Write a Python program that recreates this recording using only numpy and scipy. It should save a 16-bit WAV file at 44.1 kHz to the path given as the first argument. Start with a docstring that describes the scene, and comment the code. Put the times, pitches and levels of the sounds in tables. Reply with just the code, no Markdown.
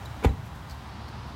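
"""Car door shut in a car park

A rear door is pushed shut about a metre away. It brushes its seal, the latch snaps in with a bright
crunch and the steel panels clunk; the body booms twice as the door seats and rebounds.
Far traffic and an idling engine rumble throughout, while clothes rustle and a shoe scuffs the asphalt.
Gain control ducks the whole scene on the slam and lets it creep back."""
import sys
import numpy as np
from scipy import signal
from scipy.fft import rfft, irfft
from scipy.io import wavfile

SR = 44100
rng = np.random.default_rng(int(sys.argv[2]) if len(sys.argv) > 2 else 0)


def bounce(signal):
    """Save signal as a 16-bit WAV file at the path given by the first command-line argument."""
    frames = np.transpose(np.atleast_2d(signal))
    limited = np.clip(frames, -1, 1)
    pcm = np.round(limited * 32767).astype(np.int16)
    wavfile.write(sys.argv[1], SR, pcm)


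N = 59535
TIME = np.arange(N) / SR

# the door meets seal, latch and frame: t/s, level/dB, extra crunch/dB
DOOR_CONTACTS = [(.2272, -12.5, -6), (.2366, -14.5, 10), (0.2407, -8, 9.5), (.2460, 0, 4.5),
                 (0.2493, -0.5, -3), (0.2513, -5, 10), (.2695, -16, 11.5)]


def from_db(db):
    """Decibels to gain."""
    return 10 ** (np.asarray(db) / 20)


def unit_rms(x):
    """Scale to an rms of 1."""
    return x / np.sqrt(np.mean(x ** 2) + 1e-20)


def drift(rate_hz):
    """A smooth random wander, rms 1."""
    hop, settle = 100, 1000
    pole = np.exp(-2 * np.pi * rate_hz * hop / SR)
    white = rng.standard_normal(N // hop + settle + 2)
    slow = signal.lfilter([1], [1, -2 * pole, pole * pole], white)[settle:]
    return np.interp(np.arange(N) / hop, np.arange(len(slow)), unit_rms(slow))


def noise(colour):
    """Steady noise, rms 1, shaped by an EQ curve and rolled off below its first point."""
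    hz, db = np.transpose(colour)
    bin_hz = np.maximum(np.arange(N // 2 + 1) * SR / N, 1)
    gain = from_db(np.interp(np.log(bin_hz), np.log(hz), db)) * np.minimum(bin_hz / hz[0], 1) ** 2
    return unit_rms(irfft(rfft(rng.standard_normal(N)) * gain, N))


def since(start):
    """Seconds since the start, zero before it."""
    return np.maximum(TIME - start, 0)


def decay(start, t60):
    """An envelope that jumps to 1, then falls 60 dB in t60 seconds."""
    return (TIME >= start) * np.exp(-np.log(1000) * since(start) / t60)


def burst(start, attack, t60):
    """A decay softened by a linear attack; times in seconds."""
    return np.minimum(since(start) / attack, 1) * decay(start, t60)


def ring(clicks, hz, t60):
    """A resonator: each click starts a dying sine of its own height."""
    pole, step = np.exp(-np.log(1000) / (t60 * SR)), 2 * np.pi * hz / SR
    return signal.lfilter([0, np.sin(step)], [1, -2 * pole * np.cos(step), pole * pole], clicks + 1e-18)


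def panel_clunk(slam_s=0.2445):
    """The seal cushions the slam: each panel mode swells, then is damped by the rubber."""
    # door panel modes: f/Hz, level/dB, swell/s, t60/s
    panel_modes = [(172, -29, 0.0042, 0.092), (259.5, -15, 0.011, 0.052), (472, -12, 0.0058, 0.026),
                   (782, -18, 0.0049, 0.019)]
    age = since(slam_s)
    out = np.zeros(N)
    for hz, db, swell, t60 in panel_modes:
        attack = np.sin(np.pi / 2 * np.minimum(age / swell, 1)) ** 2
        damping = np.exp(-np.log(1000) * since(slam_s + swell) / t60)
        out += from_db(db) * attack * damping * np.sin(2 * np.pi * hz * age)
    return out


def steel_ring(spread_db=3):
    """Every contact rings the skin and latch, striking each mode with a slightly random strength."""
    # modes of the steel skin and latch: f/Hz, level/dB, t60/s
    steel_modes = [(206.4, -32.5, .28), (250.2, -31.5, .2), (409.4, -34, 0.17), (459, -28.5, 0.27),
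                   (495, -36, .2), (795, -33, 0.27), (825, -38, 0.11), (975, -37, 0.12), (1405, -27, 0.038),
                   (1700, -42, 0.064), (2102, -39.5, 0.066), (2224, -36, 0.1), (2340, -36, .11),
                   (2390, -52, 0.068), (2805, -48, .07), (3125, -42.5, 0.096), (3503, -37, 0.044)]
    starts, contact_db, _ = np.transpose(DOOR_CONTACTS)
    out = np.zeros(N)
    for hz, mode_db, t60 in steel_modes:
        strike_db = contact_db + mode_db + spread_db * rng.standard_normal(len(starts))
        clicks = np.zeros(N)
        clicks[(starts * SR).astype(int)] = from_db(strike_db)
        out += ring(clicks, hz, t60)
    return out


def latch_crunch(attack_s=0.0022, trim_cutoff_hz=6100):
    """Each contact builds to a short bright crunch and leaves a duller shake of the trim."""
    # colour of latch and trim: f/Hz, relative level/dB
    crunch_colour = [(300, 4), (480, 2), (610, 1), (760, 9), (1050, 3), (2400, -1.5), (3600, -11.5),
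                     (5000, -16.5), (7200, -14), (8500, -19.5), (12000, -16.5), (16000, -31)]

    def hits(t60):
        """One burst per contact, summed in power."""
        return np.sqrt(sum((from_db(db + extra_db) * burst(start, attack_s, t60)) ** 2
                           for start, db, extra_db in DOOR_CONTACTS))

    crunch = from_db(-24.5) * hits(t60=0.019) * noise(crunch_colour)
    lowpass = signal.butter(1, trim_cutoff_hz, fs=SR, output="sos")
    trim = from_db(-37) * hits(t60=0.19) * signal.sosfilt(lowpass, noise(crunch_colour))
    return crunch + trim


def body_boom(swell_s=0.01717, sharpness=8, overtone_ratio=2.08, overtone_db=-15):
    """The door pushes cabin air and body into two deep, brief swells; a low shudder dies slowly."""
    # the door seats, then rebounds: t/s, f/Hz, level/dB
    booms = [(0.2474, 68, -5.5), (.2820, 71.6, -11.5)]
    # colour of the shuddering body: f/Hz, relative level/dB
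    shudder_colour = [(40, -14), (60, -8), (85, -1.5), (120, -5), (165, -9), (240, -21), (340, -49),
                      (640, -59.5)]
    out = from_db(-28) * noise(shudder_colour) * burst(start=0.252, attack=0.019, t60=1.28)
    for start, hz, db in booms:
        progress = since(start) / swell_s
        swell = (progress * np.exp(1 - progress)) ** sharpness   # peaks swell_s after the start
        phase = 2 * np.pi * hz * since(start)
        tone = np.sin(phase) + from_db(overtone_db) * np.sin(overtone_ratio * phase)
        out += from_db(db) * swell * tone
    return out


def door_hollow():
    """The hollow of the door gives a brief boxy hum on the rebound."""
    # colour of the cavity: f/Hz, relative level/dB
    cavity_colour = [(150, -23), (205, -1), (270, 9), (340, -10), (420, 1.5), (490, -3), (600, -11.5),
                     (1200, -49)]
    return from_db(-26.5) * noise(cavity_colour) * burst(start=0.2643, attack=0.013, t60=0.28)


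def metal_chinks():
    """A small loose piece of metal rings as the door swings and again as it rebounds."""
    # knocks on the loose piece: t/s, level/dB
    chinks = [(0.058, -36), (0.2917, -37)]
    # its modes: f/Hz, level/dB, t60/s
    chink_modes = [(3910, -4, .05), (7050, -12, .025)]
    return sum(from_db(db + mode_db) * decay(start, t60) * np.sin(2 * np.pi * hz * since(start))
               for start, db in chinks for hz, mode_db, t60 in chink_modes)


def shoe_scuffs():
    """A sole drags grit over the asphalt in short bright scrapes."""
    # scrapes: t/s, level/dB, t60/s
    scuffs = [(.689, -45, 0.012), (0.6969, -39, 0.017), (0.7, -45, 0.023), (.7085, -42, 0.082),
              (1.082, -51.5, 0.094)]
    # colour of the grit: f/Hz, relative level/dB
    grit_colour = [(1500, -10), (3700, -10), (4400, 12.5), (5200, -2), (6000, -5), (9000, -13),
                   (16000, -13)]
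    return noise(grit_colour) * sum(from_db(db) * decay(start, t60) for start, db, t60 in scuffs)


def clothes_rustle():
    """Cloth brushes on cloth in faint, airy swishes."""
    # bell-shaped swishes: t/s, level/dB, half-width/s
    swishes = [(0.057, -54, 0.0064), (0.463, -58, 0.023), (0.559, -57.5, 0.011), (0.72, -61, 0.02),
               (0.748, -60, .005), (1.087, -66, 0.0093), (1.286, -69, .04)]
    # colour of the cloth: f/Hz, relative level/dB
    cloth_colour = [(2000, -10), (5000, 9.5), (9000, 1), (13000, 8), (16000, -8)]
    envelope = sum(from_db(db) * np.exp(-((TIME - peak) / half) ** 2) for peak, db, half in swishes)
    return noise(cloth_colour) * envelope


def far_traffic(corner_s=0.823, crossfade_s=0.28):
    """A steady far roar that changes colour as the listener rounds the car."""
    # traffic heard beside the car: f/Hz, relative level/dB
    beside_colour = [(15, -65), (25, -44), (37, -22), (53, -3), (74, -1.5), (175, -11), (229, -18),
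                     (263, -14), (416, -21), (451, -24), (658, -17.5), (935, -15), (2470, -28.5),
                     (4020, -31.5), (4360, -34.5), (11500, -46.5), (16000, -46)]
    # traffic heard past its rear corner: f/Hz, relative level/dB
    behind_colour = [(15, -62), (25, -16), (37, -15), (41, -5), (53, -10), (74, -4), (141, -9), (157, -15),
                     (217, -9), (285, -17), (317, -16), (516, -23.5), (935, -15.5), (2220, -29),
                     (4730, -31), (6720, -43), (16000, -56.5)]
    beside = from_db(-40.5) * noise(beside_colour)
    behind = from_db(-41.5) * noise(behind_colour)
    blend = np.clip((TIME - corner_s) / crossfade_s + 0.5, 0, 1)
    return np.sqrt(1 - blend) * beside + np.sqrt(blend) * behind


def idling_engine(wander_rad=0.68):
    """A low engine hum whose partials each waver a little in pitch."""
    # partials of the hum: f/Hz, rms level/dB
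    partials = [(70, -46.5), (107.7, -49), (129.2, -50.5), (215.3, -61)]
    hum = np.zeros(N)
    for hz, db in partials:
        phase = 2 * np.pi * (hz * TIME + rng.random()) + wander_rad * drift(rate_hz=3.7)
        hum += np.sqrt(2) * from_db(db) * np.sin(phase)
    return hum


def scene():
    """Door, foley and the traffic bed, mixed to mono."""
    door = panel_clunk() + steel_ring() + latch_crunch() + body_boom() + door_hollow() + metal_chinks()
    foley = shoe_scuffs() + clothes_rustle()
    bed = far_traffic() + idling_engine()
    return (door + foley + bed)[None]


def record(dry):
    """The microphone drops the sub-bass, gain control ducks on the slam, and the top is cut steeply."""
    low_cut_hz, high_cut_hz = 38.5, 15800
    threshold_db, slope, attack_s, release_db_per_s = -14, 0.54, 0.0037, 5.5
    heard = signal.sosfilt(signal.butter(4, low_cut_hz, "high", fs=SR, output="sos"), dry)
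    level_db = 20 * np.log10(np.abs(heard[0]) + 1e-9)
    duck_db = slope * np.maximum(level_db - threshold_db, 0)
    # hold the deepest duck and let it go at a steady rate
    release_db = release_db_per_s * TIME
    held_db = np.maximum.accumulate(duck_db + release_db) - release_db
    pole = np.exp(-1 / (attack_s * SR))
    ducked = heard * from_db(-signal.lfilter([1 - pole], [1, -pole], held_db))
    return signal.sosfilt(signal.ellip(10, 0.1, 80, high_cut_hz, fs=SR, output="sos"), ducked)


dry = scene()
out = record(dry)
bounce(out)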